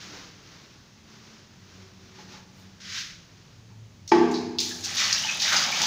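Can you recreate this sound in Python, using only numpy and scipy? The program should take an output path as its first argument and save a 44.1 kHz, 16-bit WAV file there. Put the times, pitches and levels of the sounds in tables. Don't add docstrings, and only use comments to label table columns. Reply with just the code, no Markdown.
import sys
import numpy as np
from scipy import signal
from scipy.fft import rfft, irfft, next_fast_len
from scipy.io import wavfile
from scipy.ndimage import map_coordinates

SR = 44100
rng = np.random.default_rng(int(sys.argv[2]) if len(sys.argv) > 2 else 0)


def pcm_store(signal):
    levels = np.round(np.clip(np.atleast_2d(signal), -1, 1) * 32767)
    wavfile.write(sys.argv[1], SR, levels.astype(np.int16).T)


N = 258426

# time_s, level_db
FLOW = [(4.7, -40.5), (4.8, -45.5), (4.86, -34), (4.935, -34), (5.0, -23), (5.13, -27.5), (5.21, -31.5),
        (5.3, -30), (5.39, -34.5), (5.415, -26.5), (5.57, -22), (5.7, -28), (5.86, -23.5)]
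# start_s, level_db
GULPS = [(5.525, -35.5), (5.655, -38), (5.8, -33)]
# freq_hz, gain_db
SPRAY_EQ = [(300, -40), (1500, -50), (2500, -15), (3600, 0.5), (5500, 2), (8000, -2), (16000, 1)]
PLUNGE_EQ = [(300, -14.5), (800, -19.5), (1250, 0.5), (2400, 4.5), (3500, 3.5), (7000, -50)]
CHURN_EQ = [(200, -32), (400, -17.5), (550, -7.5), (850, 2.5), (1200, -12.5), (2500, -30)]
TANK_EQ = [(30, -52), (70, -30), (110, -14), (165, 5), (240, 2), (290, -6.5), (350, -3), (450, -14),
           (700, -37), (2000, -54)]
SPIT_EQ = [(2000, -32), (6000, -12), (9000, 0), (16000, -0.5)]
# start_s, level_db, centre_hz, width_oct, t30_s
SLAPS = [(4.0767, -26.5, 5200, 0.54, 0.015), (4.09, -31.5, 5350, 0.3, 0.032),
         (4.117, -34, 6000, 0.36, 0.023), (4.312, -34, 5500, 0.57, 0.055), (4.34, -31.5, 4350, 0.23, 0.091),
         (4.5852, -18, 4200, 0.31, 0.045), (4.601, -19.5, 4900, 0.63, 0.089),
         (4.691, -20.5, 6000, 0.81, .015), (4.839, -25, 5040, 0.63, 0.084), (4.968, -25, 4300, 0.49, 0.084),
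         (5.008, -23, 4440, 0.7, 0.009), (5.126, -14.5, 5100, 0.32, 0.023),
         (5.146, -23, 5240, 0.063, 0.047), (5.399, -20, 3870, 0.34, 0.025),
         (5.417, -21.5, 4270, 0.38, 0.11), (5.477, -25.5, 1650, 0.31, 0.04),
         (5.523, -20.5, 1420, 0.58, 0.092), (5.816, -18.5, 4180, 0.62, 0.033)]
# start_s, level_db, pitch_hz, t60_s
PLOPS = [(4.712, -26.5, 1684, 0.026), (4.886, -39, 1780, .04), (4.953, -36, 1310, 0.026),
         (4.995, -14.5, 2370, 0.034), (5.16, -22.5, 2720, 0.047), (5.2368, -14.5, 2870, 0.027),
         (5.247, -24, 830, 0.041), (5.2877, -16.5, 2554, 0.067), (5.532, -20, 1520, .04),
         (5.7222, -17, 2320, 0.046)]
# start_s, boom_db, crack_db, cutoff_hz
KNOCKS = [(4.119, -15, -14, 6000), (4.2118, -23.5, -32, 700)]
# pitch_hz, level_db, t60_s, rise_s
BUCKET_MODES = [(345.3, 1, 1, 0.0014), (879, 11, 0.059, 0.0025), (864, -9.5, 0.79, 0.0018),
                (2330, -3.5, 0.039, .001)]
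# pitch_hz, level_db, t60_s
STANDING_WAVES = [(101.4, -31.5, 2.1), (176.2, -18, 1.32), (213.7, -16, 1.14), (245, -8.5, 1.42),
                  (313, -12, 1.25), (319, -7.5, 1.12), (335, -13, 1.07), (343.8, -10.5, 1.53),
                  (371, -16.5, 1.3), (392, -9.5, 0.98), (422.5, -11, 1.16), (435, -19, 1.4),
                  (449, -19, 1.3), (698, -23.5, 1.2), (713, -24.5, 0.97), (767, -20, .7),
                  (826, -19.5, 0.95), (844, -20, 1.3), (890, -17.5, 1.25), (1033, -21, 0.88),
                  (1148, -21, 0.62), (1580, -22, 0.6), (1790, -29, .6)]
# freq_hz, gain_db
CRACK_EQ = [(30, -10), (150, -10.5), (350, 12), (560, -5.5), (880, 4.5), (1150, 1.5), (1380, -18),
            (1650, -2.5), (2000, -7.5), (2350, -9), (2900, -14.5), (5000, -14.5), (9000, -31), (16000, -41)]
WALL_EQ = [(200, -22), (400, 1.5), (560, -7.5), (870, 9.5), (1100, 1), (1350, -6), (1600, 1.5), (1950, -4),
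           (2300, -1), (3000, -9.5), (9000, -23.5)]
CLOTH_EQ = [(100, -14.5), (300, 7.5), (600, -3), (1300, 0.5), (3000, -2.5), (5500, -0.5), (9000, -10.5),
            (16000, -8)]
SLIDE_EQ = [(300, -54), (750, -22), (1100, -6.5), (1600, 4), (2800, 3.5), (5500, 5), (9000, -4.5),
            (16000, -7.5)]
# centre_s, level_db, width_s
RUBS = [(0.154, -44.5, 0.24), (0.523, -51.5, 0.23), (0.719, -58, 0.18), (1.134, -55, 0.12),
        (1.3, -53, 0.22), (1.776, -54.5, 0.22), (2.09, -57, 0.17), (2.203, -49, 0.075), (2.342, -47, 0.11),
        (2.63, -58, 0.15), (3.42, -59.5, 0.33)]
# start_s, peak_s, level_db
SWISHES = [(0.0, 0.026, -43), (2.8, 2.981, -31)]
# start_s, level_db, t15_s
GRIPS = [(0.127, -61, 0.17), (0.518, -78, 0.071), (1.128, -65, 0.018), (2.182, -47, 0.033),
         (2.323, -51, 0.1), (3.7, -60.5, .07)]
# time_s, level_db
RUMBLE = [(0.1, -54), (1.0, -57.5), (2.2, -55), (5.8, -53.5)]
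# freq_hz, gain_db
RUMBLE_EQ = [(20, -24), (45, -6.5), (70, -4), (105, 3), (140, 0), (190, -1), (260, -9.5), (370, -13.5),
             (520, -18.5), (1200, -25.5), (4000, -53)]
# centre_s, level_db, width_s, pitch_hz
HUMS = [(0.3, -59, 0.81, 187.8), (1.25, -58.5, 0.54, 220), (1.824, -53.5, 0.41, 94.8),
        (2.1, -61.5, 0.69, 378), (2.5, -56.5, 1.35, 188.6), (2.7, -55.5, 0.35, 95.5),
        (3.764, -49.5, 0.32, 111.3), (4.6, -56, 1.36, 96.3)]
# freq_hz, t60_s
TILE_DECAY = [(150, 1.0), (800, 1), (2000, 0.53), (4500, 0.66), (9000, 0.92), (15000, 0.9)]
# freq_hz, gain_db
MIC_EQ = [(6500, 0.5), (7100, -5.5), (7700, -13), (8500, -17.5), (11000, -20.5), (14000, -24), (14800, -12),
          (16000, -16.5)]

POUR_S, FULL_FLOW_DB, PLUNGE_LAG_S = 4.62, -25, 0.021
CHURN_DB_PER_S, DRUM_DB_PER_S = 14, 3.5
SETTLED_S, CHOKE_S = 4.228, 0.033
STILL_S, STILL_DB_PER_S = 3.03, 23
SWISH_RISE_DB_PER_S, SWISH_FALL_DB_PER_S = 92, 102.5
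BAND_LIMIT_HZ = 15600


def stream():
    t = np.arange(N) / SR
    flow_db = np.interp(t, *np.transpose(FLOW))
    surge_db = np.interp(t - PLUNGE_LAG_S, t, flow_db) - FULL_FLOW_DB
    filling_s = np.maximum(t - POUR_S, 0)
    gulps = sum(amp(db) * fade_in(s, 0.014) * np.exp(-np.maximum(t - s, 0) / 0.053) for s, db in GULPS)
    plunge_gain = amp(-31 + 1.15 * surge_db)
    churn_gain = np.hypot(amp(-56 + 0.25 * surge_db + CHURN_DB_PER_S * filling_s), gulps)
    drum_gain = np.hypot(amp(-54.5 + DRUM_DB_PER_S * filling_s), amp(-5.5) * gulps)
    crackle = bubble_cloud(1880, 14400, cycles=3.5, spread_db=5, glide=0.11, count=18000, samples=128)
    fizz = bubble_cloud(2516, 7730, cycles=69, spread_db=5, glide=0.092, count=3500, samples=800)
    froth = bubble_cloud(904, 3420, cycles=20, spread_db=3.5, glide=0.13, count=5000, samples=800)
    gurgle = bubble_cloud(400, 1390, cycles=21, spread_db=2, glide=0.22, count=1400, samples=1600)
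    near_drops = bubble_cloud(6000, 16000, cycles=5, spread_db=1.5, glide=0.1, count=100, samples=128)
    spatter = amp(-38) * unit(colour(tiled(near_drops, wet_db=-3.5)[:N], SPIT_EQ))
    mist = tiled(crackle + amp(-6) * fizz, wet_db=4.5)[:N]
    spray = amp(flow_db) * unit(colour(mist, SPRAY_EQ))
    plunge = plunge_gain * unit(colour(tiled(froth, wet_db=3)[:N], PLUNGE_EQ))
    churn = churn_gain * unit(colour(tiled(gurgle, wet_db=-1.5)[:N], CHURN_EQ))
    drum = drum_gain * noise(TANK_EQ)
    return fade_in(POUR_S, 0.054) * (spray + spatter + plunge + churn + drum)


def bubble(t, hz, t60_s, glide):
    chirp = 1 + glide * np.minimum(t / t60_s, 1) / 2
    return np.sin(2 * np.pi * hz * t * chirp) * amp(-60 * t / t60_s)


def bubble_cloud(low_hz, high_hz, cycles, spread_db, glide, count, samples):
    onset, pitch, strength = rng.random((count, 3)).T[:, :, None]
    hz = low_hz * (high_hz / low_hz) ** pitch
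    rings = bubble(np.arange(samples) / SR, hz, cycles / hz, glide) * np.sqrt(hz)
    rings *= amp(spread_db * np.minimum(-np.log(1 - strength), 4))
    index = (onset * N).astype(int) + np.arange(samples)
    return unit(np.bincount(index.ravel(), rings.ravel(), N)[:N])


def slaps():
    out, t = np.zeros(N), np.arange(SR // 4) / SR
    hz = np.geomspace(100, 16000, 40)
    for start_s, db, centre_hz, width_oct, t30_s in SLAPS:
        octaves = np.log2(hz / centre_hz)
        band_db = -13 * np.log1p((octaves / width_oct) ** 2 / 2)
        mist_db = 8 * np.maximum(octaves, 0)
        droplets = rng.standard_normal(len(t)) * amp(7.1 * rng.standard_normal(len(t)))
        burst = unit(colour(droplets, np.c_[hz, band_db + mist_db]))
        burst *= amp(-30 * t / t30_s) * attack(t, 0.00063)
        spit = amp(-5 - 30 * t / 0.005) * noise(SPIT_EQ, len(t))
        add(out, start_s, amp(db) * tiled(burst + spit, wet_db=-0.5))
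    return out


def plops():
    out, t = np.zeros(N), np.arange(SR // 8) / SR
    for start_s, db, hz, t60_s in PLOPS:
        cluster = np.zeros(len(t))
        for k, (detune, lag) in enumerate(rng.standard_normal((4, 2))):
            ring = bubble(t, hz * 1.035 ** (detune * np.sqrt(k)), t60_s, glide=0.15) * attack(t, 0.001)
            add(cluster, k * (0.004 + 0.002 * abs(lag)), amp(-3 * k) * ring)
        add(out, start_s, amp(db - 4) * tiled(cluster, wet_db=-1.5))
    return out


def rim_knocks():
    out, t = np.zeros(N), np.arange(SR) / SR
    for start_s, boom_db, crack_db, cutoff_hz in KNOCKS:
        body = sum(mode(t, hz, db, t60_s) * attack(t, rise_s) / (1 + (hz / cutoff_hz) ** 2)
                   for hz, db, t60_s, rise_s in BUCKET_MODES)
        body *= np.exp(-np.maximum(start_s + t - SETTLED_S, 0) / CHOKE_S)
        waves = sum(mode(t, hz, db, t60_s, phase=rng.uniform(0, 2 * np.pi))
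                    for hz, db, t60_s in STANDING_WAVES)
        waves *= attack(t, 0.021)
        upper_modes = noise(WALL_EQ, SR) * amp(-16 - 60 * t / 1.18) * attack(t, 0.012)
        crack = noise(CRACK_EQ, SR) * amp(-60 * t / 0.07) * attack(t, 0.0012)
        add(out, start_s, amp(boom_db) * (body + waves + upper_modes))
        add(out, start_s - 0.003, amp(crack_db) * tiled(crack, wet_db=3.5))
    return out


def rustle():
    t = np.arange(N) / SR
    brush = amp(-60 - STILL_DB_PER_S * np.maximum(t - STILL_S, 0))
    rub = np.sqrt(brush ** 2 + sum((amp(db) * swell(s, width_s)) ** 2 for s, db, width_s in RUBS))
    swish = np.zeros(N)
    for start_s, peak_s, db in SWISHES:
        drop_db = np.maximum(SWISH_RISE_DB_PER_S * (peak_s - t), SWISH_FALL_DB_PER_S * (t - peak_s))
        swish += fade_in(start_s, 0.004) * amp(db - drop_db)
    fibres = amp(0.61 * wobble(120))
    return fibres * (amp(1) * rub * noise(CLOTH_EQ) + swish * noise(SLIDE_EQ))


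def grips():
    out, t = np.zeros(N), np.arange(SR // 2) / SR
    ring = mode(t, hz=852, db=-4.5, t60_s=0.45)
    press = attack(t, 0.0066)
    for start_s, db, t15_s in GRIPS:
        scrape = noise(WALL_EQ, len(t)) * amp(-15 * t / t15_s)
        add(out, start_s, amp(db) * (tiled(scrape * press, wet_db=-4)[:len(t)] + ring * press))
    return out


def handle_ping(slip_s=2.6):
    t = np.arange(SR // 4) / SR
    out = amp(-51) * swell(slip_s, width_s=0.08) * noise(SPIT_EQ)
    add(out, slip_s, tiled(mode(t, hz=12150, db=-50, t60_s=0.18), wet_db=-10))
    return out


def tiled(x, wet_db):
    hz, t, spectrum = signal.stft(rng.standard_normal(SR), SR, nperseg=256)
    decay = amp(-60 * t / log_interp(TILE_DECAY, hz)[:, None])
    tail = signal.istft(spectrum * decay, SR, nperseg=256)[1]
    tail *= attack(np.arange(len(tail)) / SR, 0.0015)
    response = amp(wet_db) * tail / np.linalg.norm(tail)
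    response[0] = 1
    return signal.fftconvolve(x, response)


def room_tone():
    t, hum = np.arange(N) / SR, np.zeros(N)
    for centre_s, db, width_s, hz in HUMS:
        tone = amp(3.95 * wobble(14)) * np.sin(2 * np.pi * hz * t + 0.59 * wobble(12))
        hum += amp(db) * swell(centre_s, width_s) * unit(tone)
    rumble = amp(np.interp(t, *np.transpose(RUMBLE))) * noise(RUMBLE_EQ)
    return rumble + hum + amp(-56) * rng.standard_normal(N)


def amp(db):
    return 10 ** (np.asarray(db) / 20)


def unit(x):
    return x / np.sqrt(np.mean(x ** 2) + 1e-20)


def mode(t, hz, db, t60_s, phase=0):
    return amp(db - 60 * t / t60_s) * np.sin(2 * np.pi * hz * t + phase)


def attack(t, rise_s):
    return 1 - np.exp(-t / rise_s)


def fade_in(start_s, length_s):
    return np.clip((np.arange(N) / SR - start_s) / length_s, 0, 1)


def swell(centre_s, width_s):
    return np.exp(-2 * ((np.arange(N) / SR - centre_s) / width_s) ** 2)


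def wobble(rate_hz):
    knots = rng.standard_normal(int(N * rate_hz / SR) + 4)
    return map_coordinates(knots, [np.arange(N) * rate_hz / SR])


def log_interp(points, hz):
    freq_hz, values = np.transpose(points)
    return np.interp(np.log(hz + 1), np.log(freq_hz + 1), values)


def colour(x, eq):
    size = 2 * next_fast_len(len(x) // 2 + 4096)
    gain = amp(log_interp(eq, np.fft.rfftfreq(size, 1 / SR)))
    cepstrum = irfft(np.log(gain))
    cepstrum[1:size // 2] *= 2
    cepstrum[size // 2 + 1:] = 0
    return irfft(rfft(x, size) * np.exp(rfft(cepstrum)), size)[:len(x)]


def noise(eq, samples=N):
    return unit(colour(rng.standard_normal(samples), eq))


def add(track, start_s, x):
    part = track[round(start_s * SR):][:len(x)]
    part += x[:len(part)]


def scene():
    lift = rustle() + grips() + handle_ping()
    pour = rim_knocks() + slaps() + plops() + stream()
    return (lift + pour + room_tone())[None]


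def record(dry):
    size = next_fast_len(N + SR // 4)
    passband = np.fft.rfftfreq(size, 1 / SR) < BAND_LIMIT_HZ
    return irfft(rfft(colour(dry[0], MIC_EQ), size) * passband, size)[None, :N]


dry = scene()
out = record(dry)
pcm_store(out)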